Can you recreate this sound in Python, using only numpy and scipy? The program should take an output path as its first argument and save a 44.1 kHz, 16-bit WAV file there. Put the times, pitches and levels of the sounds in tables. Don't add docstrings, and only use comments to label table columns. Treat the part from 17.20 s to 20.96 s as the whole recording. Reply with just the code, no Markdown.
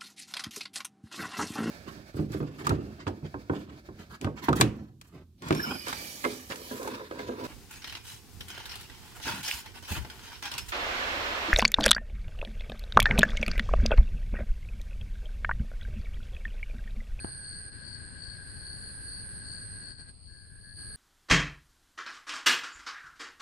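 import sys
import numpy as np
from scipy import signal
from scipy.fft import rfft, irfft
from scipy.io import wavfile
from scipy.ndimage import uniform_filter1d

SR = 44100
rng = np.random.default_rng(int(sys.argv[2]) if len(sys.argv) > 2 else 0)


def inscribe(sig):
    pcm = np.round(np.clip(np.atleast_2d(sig).T, -1, 1) * 32767)
    wavfile.write(sys.argv[1], SR, pcm.astype(np.int16))


def how_loud(loudness_db):
    steps = np.asarray(loudness_db, float) / 20
    return 10 ** steps


N = 165816


def evened(x):
    return x / np.sqrt(np.mean(x ** 2) + 1e-20)


def read(points, hz):
    f, value = np.transpose(points)
    return np.interp(np.log(hz + 1), np.log(f + 1), value)


def drift(size, count):
    smooth = uniform_filter1d(rng.standard_normal(count + 3000), size)
    return evened(uniform_filter1d(smooth, size))[:count]


def span(start, length, edge):
    t = np.arange(N) / SR
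    return np.clip(np.minimum(t - start, start + length - t) / edge + .5, 0, 1)


def wing(hz, per_s, sharp, wander_hz, rough, uneven_db, sag, start=0, end=4):
    first, last = np.clip([round((start - .05) * SR), round((end + .05) * SR)], 0, N)
    n = last - first
    stroke_rate = per_s * (1 + 0.01517 * drift(size=3000, count=n))
    stroke = (np.cumsum(stroke_rate) / SR + rng.random()) % 1
    pitch = hz + wander_hz * drift(size=900, count=n)
    phase = 2 * np.pi * (np.cumsum(pitch) / SR)
    phase = phase + rough * drift(size=60, count=n) + sag * np.sin(2 * np.pi * stroke)
    pulse = np.sin(np.pi * stroke ** 0.66) ** (2 * sharp)
    out = np.zeros(N)
    out[first:last] = evened(np.cos(phase) * pulse * how_loud(uneven_db * drift(size=500, count=n)))
    return out


def yard(x):
    t60_s, echo_db, port_gap_s = .12, -5, .0004
    t = np.arange(SR // 6) / SR
    taps = rng.choice([-1., 1.], (2, len(t))) * (rng.random((2, len(t))) < .05) * how_loud(-60 * t / t60_s)
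    taps *= how_loud(echo_db) / np.linalg.norm(taps, axis=1, keepdims=True)
    arrival = (rng.random(2) * port_gap_s * SR).astype(int)
    taps[[0, 1], arrival] = 1
    heard = np.flatnonzero(x)
    first, last = heard[0], heard[-1]
    out = np.zeros((2, N + len(t)))
    out[:, first:last + len(t)] = signal.oaconvolve(x[None, first:last + 1], taps, axes=1)
    return out[:, :N]


def drone():
    # start t/s, end t/s, wing f/Hz, stroke rate f/Hz
    phrases = [(-1, 2.87, 1612, 97), (-1, 2.9, 1636, 99), (-1, 2.72, 1660, 100), (-1, 2.91, 1486, 68),
               (-1, 2.9, 1929, 80), (-1, 2.9, 1259, 88), (3.08, 3.27, 1636, 99), (3.1, 3.43, 1700, 90),
               (3.23, 3.33, 1484, 68), (3.3, 3.41, 1636, 99), (3.435, 3.54, 1668, 100), (3.56, 4, 1636, 99),
               (3.56, 4, 1660, 100), (3.58, 4, 1612, 97), (3.56, 4, 1259, 88)]
    phrase_levels = [-55, -54.5, -56.5, -69, -69, -77, -51.5, -58.5, -57.5, -50.5, -43, -62, -52, -56, -73]
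    out = np.zeros((2, N))
    for (start, end, hz, per_s), db in zip(phrases, phrase_levels):
        tone = wing(hz, per_s, sharp=0.7, wander_hz=8.08, rough=0.078, uneven_db=0.4, sag=0.11,
                    start=start, end=end)
        out += yard(how_loud(db) * span(start, end - start, edge=.03) * tone)
    return out


def cricket():
    # start t/s, length t/s, level/dB
    chirps = [(-.06, 0.24, -53), (0.23, 0.16, -44.5), (0.641, 0.13, -44.5), (1.007, 0.15, -43.5),
              (1.304, 0.11, -53), (1.432, 0.13, -44.5), (1.602, .11, -48.5), (1.86, 0.16, -45),
              (2.234, 0.2, -45), (2.61, .2, -46), (3.03, 0.2, -45.5), (3.414, 0.19, -45.5),
              (3.608, 0.16, -49.5)]
    # wing f/Hz, stroke rate f/Hz, level/dB
    wings = [(4575, 62, 0), (4445, 62, 0), (4316, 60, -5), (4700, 64, -6)]
    effort = sum(how_loud(db) * span(start, length, edge=0.062) for start, length, db in chirps)
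    out = np.zeros((2, N))
    for hz, per_s, db in wings:
        tone = wing(hz, per_s, sharp=1.16, wander_hz=24.73, rough=0.31, uneven_db=2.0, sag=0.14)
        out += yard(effort * how_loud(db - 3.0) * tone)
    return out


def trillers():
    # start t/s, end t/s, wing f/Hz, stroke rate f/Hz
    trills = [(-.9, .5, 8810, 104), (1.6, 2.62, 8810, 104), (-1, .21, 9280, 112), (1.0, 2.2, 9270, 109),
              (3.0, 3.9, 9270, 110), (-.3, .76, 9680, 120), (1.0, 1.88, 9700, 119), (2.2, 2.73, 9700, 118),
              (2.95, 4.0, 9720, 120), (-1, .95, 8650, 104), (.2, 1.6, 8650, 98), (1.5, 2.95, 8560, 104),
              (2.4, 4.0, 8640, 100), (1.25, 2.0, 8950, 110), (3.3, 4.0, 9650, 120), (-3, 3.0, 8420, 104)]
    top_levels = [-47, -47.5, -50.5, -46.5, -49.5, -66, -58.5, -64, -51, -55, -57.5, -57, -51.5, -54.5,
                  -63.5, -59]
    swell_db, stop_s = -11, .025
    t = np.arange(N) / SR
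    out = np.zeros((2, N))
    for (start, end, hz, per_s), db in zip(trills, top_levels):
        grown = np.clip((t - start) / (end - start), 0, 1)
        effort = how_loud(db + swell_db * (1 - grown) ** 2) * np.minimum(grown * 4, 1)
        effort = effort * span(start, end - start, stop_s)
        tone = wing(hz, per_s, sharp=0.73, wander_hz=21.57, rough=0.59, uneven_db=-0.47, sag=0.42,
                    start=start, end=end)
        out += yard(effort * tone)
    return out


def ticker():
    # start t/s, length t/s, level/dB, wing f/Hz
    far_chirps = [(.27, .2, -63, 7390), (.8, .19, -64, 7390), (1.552, .19, -61, 7390),
                  (2.248, .2, -60, 7390), (3.08, .2, -62, 7390), (1.22, .13, -67, 7620),
                  (1.57, .17, -66, 7780), (2.1, .2, -67, 7740), (2.56, .14, -67, 7760),
                  (3.58, .17, -66, 7760)]
    out = np.zeros(N)
    for start, length, db, hz in far_chirps:
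        tone = wing(hz, per_s=58, sharp=2.5, wander_hz=15, rough=.3, uneven_db=1.5, sag=.3,
                    start=start, end=start + length)
        out += how_loud(db) * span(start, length, edge=0.035) * tone
    return yard(out)


def tap():
    # t/s, left level/dB, right level/dB
    knocks = [
        (.0450, -18, -14),
        (.072, -44, -37),
        (.083, -44, -34),
        (.097, -45, -38),
    ]
    # f/Hz, left level/dB, right level/dB, T60 t/s
    modes = [(120, -23, -25, 0.0081), (207.4, -4.5, -6.5, 0.018), (316, -3, -6.5, .018),
             (860, -1.5, -7.5, 0.014), (1340, -9.5, -8, 0.0086), (2900, -20, -14, 0.0062)]
    contact_s, right_late_s = .0012, .0005
    rustle_db, rustle_t60_s = -48, .2
    out = np.zeros((2, N))
    for start, left_db, right_db in knocks:
        for port, (late, db) in enumerate([(0, left_db), (right_late_s, right_db)]):
            t = np.maximum(np.arange(SR // 4) / SR - start - late, 0)
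            ring = sum(how_loud(levels[port] - 60 * t / t60) * np.sin(2 * np.pi * hz * t)
                       for hz, *levels, t60 in modes)
            out[port, :SR // 4] += how_loud(db) * ring * (1 - np.exp(-t / contact_s))
    t = np.arange(N) / SR - knocks[0][0]
    band = signal.butter(3, [300, 1300], 'band', fs=SR)
    grip = evened(signal.lfilter(*band, rng.standard_normal((2, N))))
    return out + grip * how_loud(rustle_db - 60 * abs(t) / rustle_t60_s) * (t > 0)


def hiss(shape, patch_db, swell_db, top_ratio):
    # f/Hz, coherence/1
    coherence = [(30, 1), (100, 0.77), (260, 0.7), (500, 0.31), (1300, 0), (2300, 0.1), (3200, 0.08)]
    right_phase = -1.12
    frames, hz = N // 256 + 5, np.fft.rfftfreq(1024, 1 / SR)
    a, b, c, d, patches = rng.standard_normal((frames, 513, 5)).T
    patches = evened(uniform_filter1d(uniform_filter1d(patches, 8, 0), 10, 1))
    swell = evened(uniform_filter1d(rng.standard_normal(frames), 8))
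    same = np.clip(read(coherence, hz), 0, 1)[:, None]
    turn = np.exp(1j * right_phase * (hz < 300))[:, None]
    left = a + 1j * b
    right = same * turn * left + np.sqrt(1 - same ** 2) * (c + 1j * d)
    z = np.array([left, right])
    inside = (hz > .9 * shape[0][0]) & (hz < top_ratio * shape[-1][0])
    z *= how_loud(read(shape, hz)[:, None] + patch_db * patches + swell_db * swell) * inside[:, None]
    return evened(signal.istft(z, nperseg=1024, noverlap=768)[1][:, :N])


def far_chorus():
    # f/Hz, spectral level/dB per Hz
    low_band = [(3500, -57), (3900, -18), (4200, -0.5), (4450, 1.5), (4750, -5.5), (5100, -14),
                (5600, -27.5)]
    # f/Hz, spectral level/dB per Hz
    high_band = [(6800, -22.5), (7500, -14.5), (8050, -14.5), (8350, -9), (8700, 7), (9300, -2.5),
                 (9800, -14.5), (10300, -35)]
    low = how_loud(-50) * hiss(low_band, patch_db=0.5, swell_db=1.0, top_ratio=0.96)
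    high = how_loud(-55.5) * hiss(high_band, patch_db=0.5, swell_db=0.93, top_ratio=1.2)
    return low + high


def night_air():
    # f/Hz, spectral level/dB per Hz
    air_spectrum = [(22, -34.5), (45, -2.5), (70, 5), (130, -5.5), (260, -13), (700, -26.5), (2300, -30.5),
                    (3700, -33)]
    # t/s, level/dB
    traffic = [
        (0, 1.5),
        (1.2, 2),
        (2.099, 2.5),
        (2.6, 1.5),
        (3.76, 2.5),
    ]
    traffic_db = np.interp(np.arange(N) / SR, *np.transpose(traffic))
    return how_loud(-46 + traffic_db) * hiss(air_spectrum, patch_db=0.5, swell_db=-0.04, top_ratio=10)


def scene():
    # f/Hz, level/dB
    port_low = [(40, -7), (90, -7), (170, -10), (300, -17), (800, -9), (1600, -12), (2500, -7), (4500, -9)]
    # f/Hz, level/dB
    port_high = [(4500, 0), (7200, -1), (8600, 18.5), (10300, 9)]
    mix = night_air() + far_chorus() + drone() + cricket() + trillers() + ticker()
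    hz = np.fft.rfftfreq(N, 1 / SR)
    right_db = read(port_low, hz) + read(port_high, hz)
    return irfft(rfft(mix) * how_loud([0 * hz, right_db]), N) + tap()


def masked(x):
    # t/s, level/dB, fall/dB per kHz
    leaks = [(.05, -10, 0), (.3, -3, 30), (.485, -6, 0), (.69, 0, 24), (.835, 0, 34), (1.1, -3, 26),
             (1.22, 0, 30), (1.84, -3, 40), (2.235, -2, 26), (2.77, -10, 14), (2.895, 0, 0)]
    mask_db, mask_from_hz = -11, 5000
    gap_hz = 5700, 7000
    hz, t, z = signal.stft(x, SR, nperseg=2048, noverlap=1024)
    power = abs(z[:, :1024]) ** 2
    band = np.repeat(power.reshape(2, 256, 4, -1).mean(axis=2), 4, axis=1)
    band = uniform_filter1d(band, size=8, axis=1)
    hiss_power = band[:, 100:160].mean(axis=1, keepdims=True)
    above_db = 10 * np.log10(abs(band) / hiss_power + 1e-30) - mask_db
    into_khz = (np.clip(hz[:1024, None], *gap_hz) - gap_hz[0]) / 1000
    leak = sum(how_loud(db - fall * into_khz) * (abs(t - s) <= 512 / SR) for s, db, fall in leaks)
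    high = (hz[:1024] > mask_from_hz)[:, None]
    z[:, :1024] *= np.where(high, np.clip(above_db + .5, leak, 1), 1)
    return signal.istft(z, SR, nperseg=2048, noverlap=1024)[1][:, :N]


def roll_off(x):
    return signal.sosfilt(signal.butter(12, 10900, fs=SR, output="sos"), x)


def record(dry):
    # f/Hz, level/dB
    capsule = [(3600, 0), (5300, -3), (5700, -11.5), (6200, -15.5), (6600, -14.5), (7000, -8.5),
               (10100, -3), (10900, -31.5)]
    # from t/s, to t/s, level/dB
    gate = [
        (0.504, 0.515, -10.5),
        (2.733, 2.786, -9),
        (2.825, 2.881, -7),
        (2.908, 3.572, -9.5),
        (3.577, 3.9, -1.5),
    ]
    bass_share, bass_hz, gate_edge_s = 0.27, 103, 0.027
    hz = np.fft.rfftfreq(N, 1 / SR)
    z = rfft(dry) * how_loud(read(capsule, hz) - 60 * (hz > 11000))
    bass = irfft(z / (1 + (hz / bass_hz) ** 4), N)
    rest = irfft(z, N) - bass
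    gate_db = sum(db * span(start, end - start, gate_edge_s) for start, end, db in gate)
    gated = bass * how_loud(bass_share * gate_db) + rest * how_loud(gate_db)
    return roll_off(masked(gated))


dry = scene()
out = record(dry)
inscribe(out)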